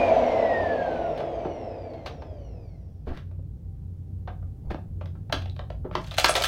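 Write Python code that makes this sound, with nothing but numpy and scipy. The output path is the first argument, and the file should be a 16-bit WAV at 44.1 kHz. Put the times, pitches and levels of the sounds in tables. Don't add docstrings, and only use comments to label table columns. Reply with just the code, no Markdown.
import sys
import numpy as np
from scipy import signal
from scipy.fft import rfft, irfft, next_fast_len
from scipy.io import wavfile
from scipy.ndimage import map_coordinates

SR = 44100
rng = np.random.default_rng(int(sys.argv[2]) if len(sys.argv) > 2 else 0)


def generate_wav(signal):
    frames = np.transpose(np.atleast_2d(signal))
    scaled = np.clip(frames, -1, 1) * 32767
    pcm = np.round(scaled).astype(np.int16)
    wavfile.write(sys.argv[1], SR, pcm)


N = 285327
TIME = np.arange(N) / SR


def from_db(db):
    return 10 ** (np.asarray(db) / 20)


def rms_one(x):
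    return x / np.sqrt(np.mean(x ** 2) + 1e-20)


def at_hz(points, hz):
    f, db = np.transpose(points)
    return np.interp(np.log(np.maximum(hz, 1)), np.log(f), db)


def drift(rate):
    knots = rng.standard_normal(4000)
    smooth = map_coordinates(knots, [TIME[::20] * rate], order=2, mode="wrap")
    return rms_one(smooth)[np.arange(N) // 20]


def noise(colour):
    size = next_fast_len(N)
    hz = np.arange(size // 2 + 1) * SR / size
    spectrum = rfft(rng.standard_normal(size)) * from_db(at_hz(colour, hz))
    return rms_one(irfft(spectrum, size)[:N])


def resonate(x, hz, width):
    r = np.exp(-np.pi * width / SR)
    zeros = np.array([1, 0, -1]) * (1 - r * r) / 2
    poles = [1, -2 * r * np.cos(2 * np.pi * hz / SR), r * r]
    return signal.lfilter(zeros, poles, x + 1e-18)


def band(x, low, high):
    return signal.sosfilt(signal.butter(2, [low, high], "band", fs=SR, output="sos"), x)


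def rise(start_s, rise_s):
    return np.clip((TIME - start_s) / rise_s, 0, 1)


def add(out, s, sound):
    start = round(s * SR)
    out[start:start + len(sound)] += sound[:N - start]


ROOM_T60_S = .24


def room(x, wet_db, dull_hz, gap_s):
    t = TIME[:SR // 2]
    decay = from_db(-60 * t / ROOM_T60_S)
    build_up = np.clip(t / gap_s - .5, 0, 1)
    tail = rng.standard_normal(len(t)) * decay * build_up
    dulling = signal.butter(1, min(dull_hz, SR / 2 - 1), fs=SR, output="sos")
    tail = signal.sosfilt(dulling, tail / np.linalg.norm(tail))
    return x + from_db(wet_db) * signal.fftconvolve(x, tail)[:N]


# (time [s], speed [turns/s])
ROTOR_COAST = [(0, 273.4), (.4, 223.9), (.8, 181.8), (1.2, 145.9), (1.6, 114.9), (2.0, 87.8), (2.4, 63.4),
               (2.8, 40.9), (3.2, 19.3)]


def rotor_speed():
    s, turns = np.transpose(ROTOR_COAST)
    curve = np.polyval(np.polyfit(s, turns, 4), TIME)
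    return np.minimum.accumulate(np.maximum(curve, 0))


# (frequency [Hz], width [Hz], relative level [dB])
DUCT_MODES = [(665.5, 51.5, 3), (540.7, 78, -4), (450.8, 36, -12), (721, 62, -6), (334, 26, -23),
              (235, 63, -31), (984, 96, -13)]
# (frequency [Hz], relative density [dB per Hz])
TURBULENCE_COLOUR = [(100, -13.5), (250, 20), (450, -1), (900, 9), (1200, -1.5), (1800, 1.5), (2600, -1),
                     (3500, -8), (5000, -17), (6500, -23.5), (8000, -31), (11000, -39.5), (16000, -42.5)]
ROAR_DB, ROAR_POWER = -19, 2.527
HISS_DB, HISS_POWER = -38.5, 2.55
ROAR_KNEE = 0.88


def air(speed, low_shift_db=30.5, stop_turns=19.0, flutter_db=0.72):
    flow = speed / speed[0]
    roar, power = 0, 0
    for hz, width, db in DUCT_MODES:
        octaves = np.log2(hz / DUCT_MODES[0][0])
        gain = from_db(db - low_shift_db * (1 - flow) * octaves)
        mode = resonate(rng.standard_normal(N), hz, width)
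        roar = roar + gain * rms_one(band(mode, 280, 840))
        power = power + gain * gain
    roar = roar / np.sqrt(power)
    roar_level = from_db(ROAR_DB + flutter_db * drift(20)) * np.tanh((flow / ROAR_KNEE) ** ROAR_POWER)

    hiss = noise(TURBULENCE_COLOUR)
    hiss = hiss / np.std(band(hiss, 1100, 5000))
    rub = 1 + 0.3 * np.sin(2 * np.pi * np.cumsum(speed) / SR)
    hiss_level = from_db(HISS_DB) * flow ** HISS_POWER

    running = np.minimum(speed / stop_turns, 1) ** 2
    return running * (roar_level * roar + hiss_level * hiss * rub)


# (frequency [Hz], relative level [dB])
BRUSH_HOLDERS = [(3000, -110), (4000, -86), (4400, -73), (5000, -73), (5800, -70), (6200, -85),
                 (7500, -115)]
COMMUTATOR_BARS = 24
SCRATCH_DB, SCRATCH_FADE_TURNS = -75, 138


def brush_scratch(speed):
    catch = 1 + .7 * np.sin(COMMUTATOR_BARS * 2 * np.pi * np.cumsum(speed) / SR)
    fade = np.minimum(speed / SCRATCH_FADE_TURNS, 1)
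    return from_db(SCRATCH_DB) * fade * noise(BRUSH_HOLDERS) * catch


BLADES = 9
# (frequency [Hz], relative level [dB])
HOUSING_WHISTLE = [(300, -76), (600, -53.5), (1000, -65.5), (1300, -65), (1480, -49), (1750, -39),
                   (1810, -39), (1860, -32.5), (1930, -40.5), (2100, -47.5), (2300, -55), (2410, -34.5)]
# (multiple of rotor speed [1], drive into shell [dB], drive into brush holders [dB])
WHINE_ORDERS = [(18, 3, -20), (24, 0, 1), (36, -13, -4), (48, -9, -2), (72, -28, -4), (96, -25, -6),
                (120, -35, -14), (144, -40, -12), (168, -40, -11)]
# (frequency [Hz], relative level [dB])
SHELL_RADIATION = [(1200, -88), (1850, -79), (2100, -67), (2600, -69), (3300, -67), (4200, -71),
                   (5000, -75), (6000, -72), (6500, -71), (7000, -88), (8800, -84), (11000, -105)]


def motor_tones(speed, whistle_db=-0.5, whine_db=-1.5, speed_lift_db=3.5, imbalance_db=-47.5):
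    angle = 2 * np.pi * np.cumsum(speed * (1 + .003 * drift(350))) / SR
    flow = speed / speed[0]
    tones = from_db(imbalance_db) * np.sqrt(flow) * np.sin(angle)
    whistle_level = from_db(whistle_db + at_hz(HOUSING_WHISTLE, BLADES * speed))
    tones += whistle_level * np.sin(BLADES * angle)
    drive_db = whine_db + speed_lift_db * flow
    for multiple, shell_db, brush_db in WHINE_ORDERS:
        hz = multiple * speed
        shell = from_db(shell_db + at_hz(SHELL_RADIATION, hz))
        holders = from_db(brush_db + at_hz(BRUSH_HOLDERS, hz))
        drive = from_db(drive_db + 1.8 * drift(45))
        tones += (shell + holders) * drive * np.sin(multiple * angle)
    return np.sqrt(2) * tones * np.minimum(speed / 48, 1) ** 2.5


# (time [s], level [dB])
RUMBLE_LEVEL = [(0, -41), (1.7, -45.5), (2.2, -42), (4.7, -37), (6.47, -37)]
# (frequency [Hz], relative density [dB per Hz])
RUMBLE_SPECTRUM = [(20, -10.5), (35, -21), (52, 6), (75, -1), (115, -3), (155, -3.5), (200, -13.5),
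                   (300, -21.5), (450, -27.5), (700, -40), (1200, -50.5), (3000, -62.5)]
# (frequency [Hz], width [Hz], level from the rumble [dB])
ROOM_HUMS = [(89.76, 4.5, -2), (777, 3.9, -37)]
# (frequency [Hz], relative density [dB per Hz])
HISS_FLOOR = [(500, 4.5), (1500, -1), (3000, 6.5), (6000, -1.5), (9000, -11.5), (15500, -7.5)]
FLOOR_DB = -83


def background():
    s, db = np.transpose(RUMBLE_LEVEL)
    level = from_db(np.interp(TIME, s, db))
    rumble = noise(RUMBLE_SPECTRUM)
    for hz, width, hum_db in ROOM_HUMS:
        hum = resonate(rng.standard_normal(N), hz, width)
        rumble = rumble + from_db(hum_db) * rms_one(resonate(hum, hz, 2 * width))
    return level * rumble + from_db(FLOOR_DB) * noise(HISS_FLOOR)


def strokes(rows, colour, grain_db):
    swell = 0
    for s, length, db in rows:
        swell = swell + from_db(db) * np.sin(np.pi * np.clip((TIME - s) / length, 0, 1))
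    return swell * rms_one(noise(colour) * from_db(grain_db * drift(300)))


# (start [s], length [s], level at mid-stroke [dB])
BODY_SLIDES = [(.88, 0.093, -54.5), (1.16, 0.079, -52), (1.43, 0.054, -62), (3.06, 0.06, -52.5),
               (3.11, 0.11, -54), (4.70, 0.026, -44), (5.91, 0.1, -50)]
# (frequency [Hz], relative density [dB per Hz])
RUBBING_COLOUR = [(100, -8), (350, -7.5), (900, -9.5), (1600, 8), (2500, -3), (4500, -8), (7000, -25),
                  (15000, -32)]


def slides():
    return strokes(BODY_SLIDES, RUBBING_COLOUR, grain_db=-1.0)


# (frequency [Hz], width [Hz], boost [dB])
CUP_MODES = [(619, 143, 6.5), (956, 11, 1.5), (1093, 75, -3.5), (1336, 29, 4.5), (1670, 320, 2.5),
             (2200, 1400, 3.5), (2660, 23, 4.5), (3100, 110, 5), (3620, 1600, 8.5), (4540, 63, 2),
             (4840, 60, -5.5), (6110, 360, 4.5), (8500, 330, 3)]


def cup_ring(x):
    return x + sum((from_db(db) - 1) * resonate(x, hz, width) for hz, width, db in CUP_MODES)


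TILT_PIVOT_HZ = 1700


def tilted(colour_db, bands, tilt):
    centres = np.sqrt(np.prod(bands, axis=1))
    return np.array(colour_db) + tilt * np.log2(centres / TILT_PIVOT_HZ)


def contact(peak_db, colour_db, bands, t60, rise_s, wall_hz=(), wall_db=(6.0, 3.0), wall_q=2.1,
            crack_db=5.0):
    t = TIME[:SR // 7]
    chatter = from_db(-60 * t / max(t60, .002))
    crack = from_db(crack_db) * np.exp(-t / 0.00096)
    force = (chatter + crack) * (1 - np.exp(-t / rise_s))
    rings = cup_ring(rng.standard_normal((len(bands), len(t))) * force)
    for hz, db in zip(wall_hz, wall_db):
        rings = rings + (from_db(db) - 1) * resonate(rings, hz, hz / wall_q)
    out = 0
    for ring, (low, high), db in zip(rings, bands, colour_db):
        part = band(band(ring, low / 1.15, high * 1.1), low / 1.3, high * 1.25)
        out = out + from_db(peak_db + db) * part / np.std(part[:SR // 60])
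    return out


# (time [s], strength [dB], hardness as tilt [dB per octave],
# chatter t60 [s], favoured wall mode [Hz])
CUP_CLICKS = [(1.174, -27.5, 2.5, 0.063, 520), (1.202, -25.5, -4.5, 0.038, 590), (1.448, -31, -7, .05, 676),
              (1.934, -39, 2.5, 0.056, 520), (2.059, -19.5, 2, 0.088, 756), (2.22, -31, -3.5, 0.031, 690),
              (3.173, -31, 2.5, 0.014, 900), (3.312, -49, -5, 0.038, 630),
              (4.274, -28.5, -4.5, 0.075, 1010), (4.425, -53.5, -9, 0.036, 590),
              (4.704, -25.5, -3, 0.065, 585), (4.744, -28, -4.5, 0.0096, 580),
              (5.01, -32.5, -5, 0.055, 593), (5.057, -35, 2, 0.024, 630), (5.15, -50.5, -6.5, 0.066, 875),
              (5.297, -33.5, -5, 0.03, 650), (5.324, -8, 2.5, 0.047, 1110), (5.418, -31.5, 3.5, 0.045, 590),
              (5.457, -30.5, 0, .02, 695), (5.563, -34.5, 2, .02, 560), (5.592, -27.5, -3.5, 0.02, 720),
              (5.702, -26.5, -3, 0.014, 574), (5.912, -33.5, -6.5, 0.01, 570),
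              (5.952, -11, -0.5, 0.027, 970), (6.043, -31.5, 5, 0.029, 1000), (6.071, -32, 6.5, 0.072, 520),
              (6.113, -23, 3.5, 0.062, 620), (6.14, -23.5, 5, .04, 620), (6.182, -3, 3.5, 0.026, 670),
              (6.191, -12, 6, 0.078, 856), (6.243, 2, 4, .035, 1060), (6.259, -8.5, 5.5, 0.019, 960),
              (6.292, -6, -0.5, 0.027, 670), (6.352, -4, 4.5, 0.078, 690), (6.366, -13.5, -1, 0.14, 610),
              (6.409, -13.5, -0.5, 0.052, 650), (6.421, -12, 7.5, 0.022, 640),
              (6.437, -7.5, 7.5, 0.06, 553), (6.453, -12.5, 7.5, 0.033, 1380)]
# (lower edge [Hz], upper edge [Hz])
CLICK_RANGES = [(380, 1150), (1250, 2400), (2600, 5000), (6200, 14500)]
CLICK_BALANCE = [-15.5, -24.5, -27, -47.5]
# (time [s], strength [dB], hardness as tilt [dB per octave], t60 [s])
BODY_BUMPS = [(1.453, -35, -2.5, 0.035), (3.068, -35, 1, 0.057), (3.099, -35.5, 2.5, 0.097),
              (3.391, -55.5, -1.5, 0.02), (4.703, -31, 0.5, 0.031), (4.744, -44, -2.5, 0.033),
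              (5.324, -30, 2.5, 0.079), (5.844, -35.5, -0.5, 0.076), (5.953, -26.5, 4.5, .11)]
# (lower edge [Hz], upper edge [Hz])
BUMP_RANGES = [(150, 400), (400, 1000), (1100, 3500)]
BUMP_BALANCE = [0, -8, -35.5]
HIGH_WALL_HZ, WALL_SPREAD_OCTAVES = 3100, .18


def handling(click_rise_s=0.0023, bump_rise_s=0.032):
    out = np.zeros(N)
    high_modes = HIGH_WALL_HZ * 2 ** (WALL_SPREAD_OCTAVES * rng.standard_normal(len(CUP_CLICKS)))
    for (s, db, tilt, t60, low_hz), high_hz in zip(CUP_CLICKS, high_modes):
        colour = tilted(CLICK_BALANCE, CLICK_RANGES, tilt)
        add(out, s, contact(db, colour, CLICK_RANGES, t60, click_rise_s, (low_hz, high_hz)))
    for s, db, tilt, t60 in BODY_BUMPS:
        colour = tilted(BUMP_BALANCE, BUMP_RANGES, tilt)
        add(out, s, contact(db, colour, BUMP_RANGES, t60, bump_rise_s))
    return out


# (start [s], length [s], level at mid-stroke [dB])
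FLOOR_THUDS = [(3.05, 0.11, -31), (4.63, 0.12, -30.5)]
# (frequency [Hz], relative density [dB per Hz])
THUD_SPECTRUM = [(15, 4), (35, -30), (60, 10), (130, -20.5), (300, -30), (800, -32), (3000, -84)]


def thuds():
    return strokes(FLOOR_THUDS, THUD_SPECTRUM, grain_db=1.0)


# (time [s], pitch [Hz], peak level [dB], t60 [s])
DEBRIS_PINGS = [(5.297, 3960, -50, 0.013), (5.327, 3280, -12.5, 0.0087), (5.329, 4520, -38, 0.089),
                (5.498, 3920, -35.5, 0.0086), (5.593, 3700, -37.5, 0.014), (6.111, 3630, -27, 0.014),
                (6.292, 8300, -25.5, 0.11), (6.292, 10060, -27, 0.099)]


def pings():
    out, t = np.zeros(N), TIME[:SR // 4]
    for s, hz, db, t60 in DEBRIS_PINGS:
        add(out, s, from_db(db - 60 * t / t60) * np.sin(2 * np.pi * hz * t))
    return out


# (frequency [Hz], relative level [dB])
CRUMB_SPECTRUM = [(700, -10), (1500, 11), (3300, -11), (6000, 9), (10000, 0), (15000, -3)]
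STIR_S, STIR_RISE_S, STIR_DB = 5.93, 0.09, -58.5
SLIP_S, SLIP_RISE_S, SLIP_DB = 6.165, 0.011, -40
SHAKEN_DB, SETTLE_S = -31, 0.023


def crumbs(per_s=540.0, cycles=5.3):
    level = from_db(STIR_DB) * rise(STIR_S, STIR_RISE_S) + from_db(SLIP_DB) * rise(SLIP_S, SLIP_RISE_S)
    for s, db, *_ in CUP_CLICKS:
        if s > SLIP_S:
            settling = (TIME > s) * np.exp(-np.abs(TIME - s) / SETTLE_S)
            level = level + from_db(db + SHAKEN_DB) * settling
    sizes = from_db(3.5 * np.minimum(rng.exponential(1, N), 3.5))
    ticks = sizes * (rng.random(N) < per_s * from_db(4 * drift(70)) / SR)
    grains = 0
    for hz in np.geomspace(700, 15000, 19):
        mode = resonate(ticks * rng.standard_normal(N), hz, hz / cycles)
        grains = grains + from_db(at_hz(CRUMB_SPECTRUM, hz)) * rms_one(mode)
    return level * rms_one(cup_ring(grains))


def scene():
    speed = rotor_speed()
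    tones = room(motor_tones(speed), wet_db=-2.0, dull_hz=12000, gap_s=.004)
    motor = air(speed) + brush_scratch(speed) + tones
    floor = background() + thuds()
    cup = slides() + handling() + pings() + crumbs()
    return (motor + room(cup, wet_db=-4.5, dull_hz=11000, gap_s=0.0079) + floor)[None]


CUTOFF_HZ = 15900


def record(dry):
    return signal.sosfilt(signal.ellip(10, .1, 80, CUTOFF_HZ, fs=SR, output="sos"), dry)


dry = scene()
out = record(dry)
generate_wav(out)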